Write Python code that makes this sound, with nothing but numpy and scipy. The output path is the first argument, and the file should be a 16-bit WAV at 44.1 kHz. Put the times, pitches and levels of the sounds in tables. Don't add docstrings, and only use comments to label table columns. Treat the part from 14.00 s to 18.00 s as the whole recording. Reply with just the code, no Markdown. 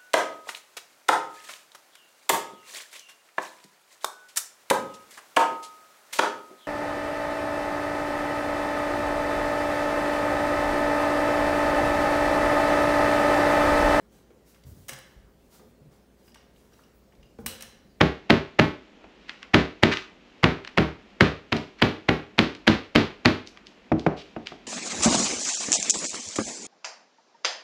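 import sys
import numpy as np
from scipy import signal
from scipy.fft import rfft, irfft, next_fast_len
from scipy.io import wavfile
from scipy.ndimage import uniform_filter1d, map_coordinates

SR = 44100
rng = np.random.default_rng(int(sys.argv[2]) if len(sys.argv) > 2 else 0)


def bounce(signal):
    frames = np.transpose(np.atleast_2d(signal))
    limited = np.clip(frames, -1, 1)
    pcm = np.round(limited * 32767).astype(np.int16)
    wavfile.write(sys.argv[1], SR, pcm)


def amplitude_ratio(level_db):
    exponent = np.asarray(level_db, float) / 20
    return 10 ** exponent


N = 176400
T = np.arange(SR // 2) / SR

HALL_DB, THUD_HALL_DB, CLOTH_HALL_DB = -4, -3, -4
TICK_RISE_S = 0.0012


def unit(x):
    return x / np.sqrt(np.mean(x ** 2) + 1e-20)


def along(points, hz):
    point_hz, value = np.transpose(points)
    return np.interp(np.log(hz + 1), np.log(point_hz + 1), value)


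def wobble(rate_hz):
    knots = rng.standard_normal(int(N * 40 / SR) + 4)
    return map_coordinates(knots, [np.arange(N) * min(rate_hz, 39) / SR])


def filtered(x, response):
    size = next_fast_len(len(x) + 4096)
    spectrum = rfft(x, size) * response(np.fft.rfftfreq(size, 1 / SR))
    return irfft(spectrum, size)[:len(x)]


def peak(f, hz, width_hz):
    return 1j * f * width_hz / (hz * hz - f * f + 1j * f * width_hz)


def tilt(f, db_per_octave):
    return amplitude_ratio(db_per_octave * np.log2((f + 200) / 4000))


def add(x, start_s, piece):
    part = x[round(start_s * SR):][:len(piece)]
    part += piece[:len(part)]


def rush(spectrum, patchy_db):
    z = signal.stft(rng.standard_normal(N), nperseg=512)[2]
    patches = uniform_filter1d(rng.standard_normal(z.shape), 6, 0)
    patches = unit(uniform_filter1d(patches, 12, 1))
    noise = signal.istft(z * amplitude_ratio(patchy_db * patches), nperseg=512)[1][:N]
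    return unit(filtered(noise, lambda f: amplitude_ratio(along(spectrum, f))))


def hall(x):
    # frequency in Hz, t60 in s.
    decay = [(60, 0.26), (300, 0.71), (1200, 0.81), (4000, 0.68), (8000, 0.41), (15000, 0.28)]
    gap_s = 0.0026
    hz, t, z = signal.stft(rng.standard_normal(SR), SR, nperseg=256)
    fade = amplitude_ratio(-60 * t / along(decay, hz)[:, None])
    tail = signal.istft(z * fade, SR, nperseg=256)[1]
    tail = tail * (1 - np.exp(-np.arange(len(tail)) / SR / gap_s))
    return signal.fftconvolve(x, tail / np.linalg.norm(tail))[:len(x)]


def room_tone():
    # frequency in Hz, level in dB per Hz.
    air = [(15, -50), (32, 1.5), (55, -1), (85, -8), (140, -6.5), (210, -2.5), (400, -11), (560, -10.5),
           (1000, -27.5), (2200, -42)]
    # frequency in Hz, level in dB per Hz.
    hiss = [(300, -13), (700, -5.5), (1500, -10.5), (3000, -15), (7000, -19.5), (12000, -25.5),
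            (16000, -19.5)]
    # frequency in Hz, level in dB rms.
    partials = [(59.2, -63.5), (199.2, -76), (355.3, -76), (414.5, -72), (530, -77)]
    air_db, hiss_db = -60, -69
    t = np.arange(N) / SR
    out = amplitude_ratio(air_db) * rush(air, patchy_db=0.5)
    out += amplitude_ratio(hiss_db + 0.11 * wobble(5.5)) * rush(hiss, patchy_db=2.0)
    for hz, db in partials:
        level = amplitude_ratio(db + 3.0 + 0.16 * wobble(4.54))
        out += level * np.sin(2 * np.pi * hz * t + 0.15 * wobble(4.6))
    return out


def swishes():
    # start in s, rise in s, fall in s, level in dB, brightness in dB per octave.
    strokes = [(.1, 0.032, 0.14, -60, -3.5), (.44, 0.037, 0.19, -61, -1.5), (.645, 0.023, 0.19, -64.5, 1),
               (.73, 0.059, 0.2, -63, -0.5), (1.0, .08, 0.19, -71, -0.5), (1.35, 0.068, 0.21, -70, -2.5),
               (1.487, 0.046, 0.12, -56, -2.5), (1.6, 0.057, 0.15, -75.5, 3), (1.899, 0.022, 0.11, -63, -6),
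               (2.16, 0.039, 0.057, -65.5, -5.5), (2.22, 0.045, 0.078, -60, -2),
               (2.5, 0.086, 0.21, -64, -4), (2.7, 0.038, 0.22, -62, -4), (2.92, 0.044, 0.079, -84.5, 8.5),
               (3.385, 0.018, 0.031, -62.5, -1), (3.85, 0.065, 0.15, -84, -10)]
    # frequency in Hz, level in dB per Hz.
    friction = [(300, -13), (800, -5), (2500, -7), (6000, -1), (11000, -2), (16000, 1)]
    out = np.zeros(N)
    cloth = rush(friction, patchy_db=0.8) * amplitude_ratio(1.5 * wobble(35.47))
    for start_s, rise_s, fall_s, db, bright_db in strokes:
        ramp = np.interp(T, [0, rise_s, rise_s + fall_s], [0, 1, 0])
        shape = np.sin(np.pi / 2 * ramp) ** 2
        piece = cloth[round(start_s * SR):][:len(T)]
        stroke = filtered(piece * shape[:len(piece)], lambda f: tilt(f, bright_db))
        add(out, start_s, amplitude_ratio(db) * stroke)
    return out


def thuds():
    # start in s, peak in dB, pitch in Hz, t60 in s.
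    steps = [(.12, -60, 296, 0.1), (.18, -58, 231, 0.076), (.21, -55.5, 380, 0.066),
             (1.615, -53, 421.6, 0.18), (1.7, -64, 201, 0.088), (.305, -48.5, 513, 0.054),
             (.313, -49, 376, 0.038), (.335, -56.5, 404, 0.15), (.36, -62, 507, 0.11),
             (.647, -43, 81, 0.14), (0.665, -34, 129, 0.046), (.686, -39, 77.2, 0.1),
             (0.706, -39.5, 92.6, 0.14), (0.714, -40, 88, 0.14), (.748, -47.5, 96, .15),
             (.766, -44, 150, 0.12), (0.893, -45, 238, 0.06), (.893, -44, 526, 0.12),
             (3.497, -46, 525.7, 0.25), (0.918, -46.5, 132, 0.19), (1.158, -41.5, 46.5, 0.24),
             (1.598, -53.5, 220, 0.15), (1.598, -56, 352, 0.086), (1.6, -56.5, 506, 0.24),
             (1.629, -58, 188, 0.11), (1.666, -57.5, 239, 0.14), (1.657, -48.5, 94.4, 0.12),
             (1.814, -46, 143, 0.082), (1.855, -46.5, 154, 0.15), (1.883, -56, 134, 0.13),
             (3.2, -53.5, 150, 0.14), (3.25, -53, 121, 0.069), (3.659, -51.5, 93, 0.091),
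             (3.178, -43.5, 46.3, 0.21), (3.389, -38, 220, 0.14), (3.441, -42.5, 175.4, .14),
             (3.401, -50, 120, .15), (3.388, -37.5, 458, 0.06), (3.42, -44, 181, 0.12),
             (3.384, -43, 85, 0.091), (3.423, -39, 60, 0.12), (3.46, -39.5, 87, 0.12),
             (3.456, -38, 229, 0.13), (3.758, -48, 42, 0.17), (3.853, -48, 192.3, 0.085),
             (3.881, -54, 123, 0.058)]
    rise_cycles, noise_db = 0.22, -9
    out = np.zeros(N)
    for start_s, db, hz, t60_s in steps:
        noise = rng.standard_normal(len(T))
        neighbours = unit(filtered(noise, lambda f: peak(f, 1.054 * hz, 1.54 * hz) ** 2))
        shape = amplitude_ratio(db - 60 * T / t60_s) * (1 - np.exp(-T * hz / rise_cycles))
        mode = 1.124 * np.sin(2 * np.pi * hz * T)
        add(out, start_s, shape * (mode + amplitude_ratio(noise_db) * neighbours))
    return out


def ticks():
    # start in s, peak in dB, pitch in Hz, sharpness Q.
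    shifts = [(0.303, -54, 1380, 0.63), (0.545, -49.5, 3000, 0.57), (0.557, -52.5, 1500, 1.4),
              (0.636, -50.5, 4300, 0.67), (1.596, -49.5, 910, 0.55), (2.279, -54, 1590, 1.7),
              (2.344, -41.5, 4470, 0.38), (2.347, -55, 1960, 2), (2.357, -43, 1300, 0.74),
              (2.371, -50, 2600, 0.54), (2.56, -58, 3120, 2), (2.723, -56, 1290, 2.5),
              (2.737, -53, 2500, 0.76), (2.79, -49.5, 1350, 2.7), (3.122, -54, 2160, 1.7),
              (3.132, -50, 714, 2), (3.151, -61.5, 4000, 1.5), (3.228, -50.5, 2980, 0.7),
              (3.385, -52.5, 3500, 0.39), (3.388, -43, 910, 1.2), (3.99, -72, 6500, 2)]
    base_t60_s, t60_s_per_q, q_scale = 0.025, 0.0069, 1.5
    out = np.zeros(N)
    for start_s, db, hz, q in shifts:
        def colour(f):
            return peak(f, hz, q_scale * hz / q) ** 2 / (1 + (f / hz / 2) ** 2)

        click = unit(filtered(rng.standard_normal(len(T)), colour))
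        decay = amplitude_ratio(-60 * T / (base_t60_s + t60_s_per_q * q))
        add(out, start_s, 0.74 * amplitude_ratio(db) * (1 - np.exp(-T / TICK_RISE_S)) * decay * click)
    return out


def ring():
    # frequency in Hz, level in dB, t60 in s.
    modes = [(1786, -40, 0.14), (2734, -42, 0.076), (2887, -30, 0.15), (3840, -33.5, 0.14),
             (3996, -31.5, 0.16), (4900, -37, 0.08), (5720, -48, 0.07)]
    out = np.zeros(len(T))
    for hz, db, t60_s in modes:
        level = amplitude_ratio(db + rng.normal(0, 2) - 60 * T / t60_s)
        out += level * np.sin(2 * np.pi * hz * rng.normal(1, 0.0034) * T)
    return out


def clacks():
    # start in s, peak in dB, brightness in dB per octave, chatter t60 in s, rise in s.
    strikes = [(0.8825, -28.5, 1.5, 0.076, 0.0014), (0.8917, -25, -1, 0.019, 0.00029),
               (0.8936, -23, 1, 0.024, 0.00031), (0.8988, -33, -5.5, 0.031, 0.00051),
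               (.907, -34.5, -7.5, 0.14, 0.0091), (.9245, -37.5, -4, 0.023, .001),
               (.93, -29.5, -1, 0.048, 0.0025), (0.975, -39.5, -5, 0.058, 0.0019),
               (0.988, -35, 4, 0.015, 0.00044), (3.4615, -15, 0.5, 0.026, 0.00025),
               (3.4657, -19.5, 0.5, 0.023, 0.00048), (3.476, -32, -1, 0.056, 0.00081),
               (3.4825, -27, 11, 0.023, .0008), (3.6061, -35.5, -2, 0.05, 0.0014),
               (3.6083, -28, -1.5, 0.013, 0.0004), (3.623, -25, 0.5, 0.019, 0.00045),
               (3.6247, -32.5, -3, 0.011, .0003), (3.628, -38, -5.5, 0.045, 0.00052)]
    # frequency in Hz, dB per Hz on wooden tread, on tile, on rebound.
    chatter = [(150, -35, -29, -35), (600, -3.5, -2.5, -3), (1500, -3.5, -2, -8.5), (2500, -4, -4, -3.5),
               (4000, -5.5, -4.5, -5), (8000, -4.5, -5.5, -6), (11900, -8, -5, -7),
               (16200, -7.5, -5.5, -7.5)]
    # frequency in Hz, width in Hz, dB on wooden tread, on tile, on rebound.
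    tube = [(1780, 170, 14, -7, 13), (2097, 110, 15, -15, 10), (3050, 560, 9, 6, 8), (4000, 270, 1, 7, 7),
            (5050, 170, 9, 0, -9), (5670, 420, 11.5, 4, 14.5), (6500, 390, 4, -11, 4),
            (7920, 300, 7, 5, -1), (8700, 720, 6, 8.5, 10.5), (11430, 290, 6, 4, -2), (14300, 700, 1, 6, 0),
            (15200, 410, 2, -5, 3)]
    on_tile_s, rebound_s = 3, 3.55
    tube_db, spiky_db = -2, 1.5
    out = np.zeros(N)
    for start_s, db, bright_db, t60_s, rise_s in strikes:
        ground = int(start_s > on_tile_s) + int(start_s > rebound_s)
        spectrum = [(row[0], row[1 + ground]) for row in chatter]

        def body(f):
            resonance = sum(amplitude_ratio(g[ground]) * peak(f, hz, width_hz) for hz, width_hz, *g in tube)
            colour = tilt(f, bright_db) * amplitude_ratio(along(spectrum, f))
            return colour * (1 + amplitude_ratio(tube_db) * abs(resonance))

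        noise = rng.standard_normal(len(T)) * amplitude_ratio(spiky_db * rng.standard_normal(len(T)))
        onset = amplitude_ratio(db) * (1 - np.exp(-T / rise_s))
        crack = 0.51 * onset * unit(filtered(noise, body)) * amplitude_ratio(-60 * T / t60_s)
        modes = onset * ring()
        blow = filtered(signal.unit_impulse(len(T), idx=100), body)
        heard = modes + blow * np.linalg.norm(crack) / np.linalg.norm(blow)
        add(out, start_s, crack + modes)
        add(out, start_s, amplitude_ratio(HALL_DB) * hall(np.pad(heard, (0, SR))))
    return out


def rattles():
    # start in s, level in dB of the low, middle and high mode.
    knocks = [(2.226, -60, -68, -67), (2.279, -56.5, -56, -60), (2.296, -66, -67, -74),
              (2.318, -57, -61, -56), (2.345, -62, -72, -54), (2.357, -56.5, -70, -50.5),
              (2.376, -56, -67, -56), (2.41, -59, -63, -65), (2.44, -69, -71, -66), (2.732, -60, -56, -56),
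              (2.835, -56, -59, -57), (2.846, -59, -76, -66), (3.228, -50.5, -70, -64),
              (3.255, -66, -59.5, -74), (3.289, -66, -73, -64)]
    # frequency in Hz, width in Hz, t60 in s.
    bolt_modes = [(2860, 350, .032), (4930, 200, .045), (5600, 450, .028)]
    out = np.zeros(N)
    for start_s, *levels_db in knocks:
        for db, (hz, width_hz, t60_s) in zip(levels_db, bolt_modes):
            noise = rng.standard_normal(len(T))
            grit = unit(filtered(noise, lambda f: peak(f, hz, width_hz) ** 2))
            tone = np.sin(2 * np.pi * hz * rng.normal(1, 0.013) * T)
            shape = amplitude_ratio(db - 60 * T / t60_s) * (1 - np.exp(-T / TICK_RISE_S))
            add(out, start_s, shape * (0.65 * tone + 0.59 * grit))
    return out


def drag():
    # time in s, pitch in Hz, level in dB.
    slide = [
        (3.839, 4100, -95),
        (3.875, 4400, -79),
        (3.905, 4900, -72),
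        (3.945, 4250, -79),
        (4.0, 4060, -75),
    ]
    width_hz = 280
    time_s, hz, db = np.transpose(slide)
    t = np.arange(N) / SR
    grit = unit(filtered(rng.standard_normal(N), lambda f: 1 / (1 + (f / width_hz) ** 2)))
    phase = 2 * np.pi * np.cumsum(np.interp(t, time_s, hz)) / SR
    return amplitude_ratio(np.interp(t, time_s, db, left=-200)) * grit * np.sin(phase)


def scene():
    room, cloth, thud = room_tone(), swishes(), thuds()
    metal = ticks() + rattles() + drag()
    wet = amplitude_ratio(HALL_DB) * metal + amplitude_ratio(THUD_HALL_DB) * thud + amplitude_ratio(CLOTH_HALL_DB) * cloth
    mix = clacks() + metal + thud + cloth + hall(wet) + room
    return mix[None]


def top_cut(x):
    return signal.sosfilt(signal.butter(12, 16930, fs=SR, output="sos"), x)


def record(dry):
    mic_low_hz, top_hz, above_top_db = 29.7, 15890, -36
    edge = [(top_hz - 150, 0), (top_hz + 50, above_top_db)]

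    def microphone(f):
        return amplitude_ratio(along(edge, f)) * (1j * f / (mic_low_hz + 1j * f)) ** 3

    return top_cut(filtered(dry[0], microphone)[None])


dry = scene()
out = record(dry)
bounce(out)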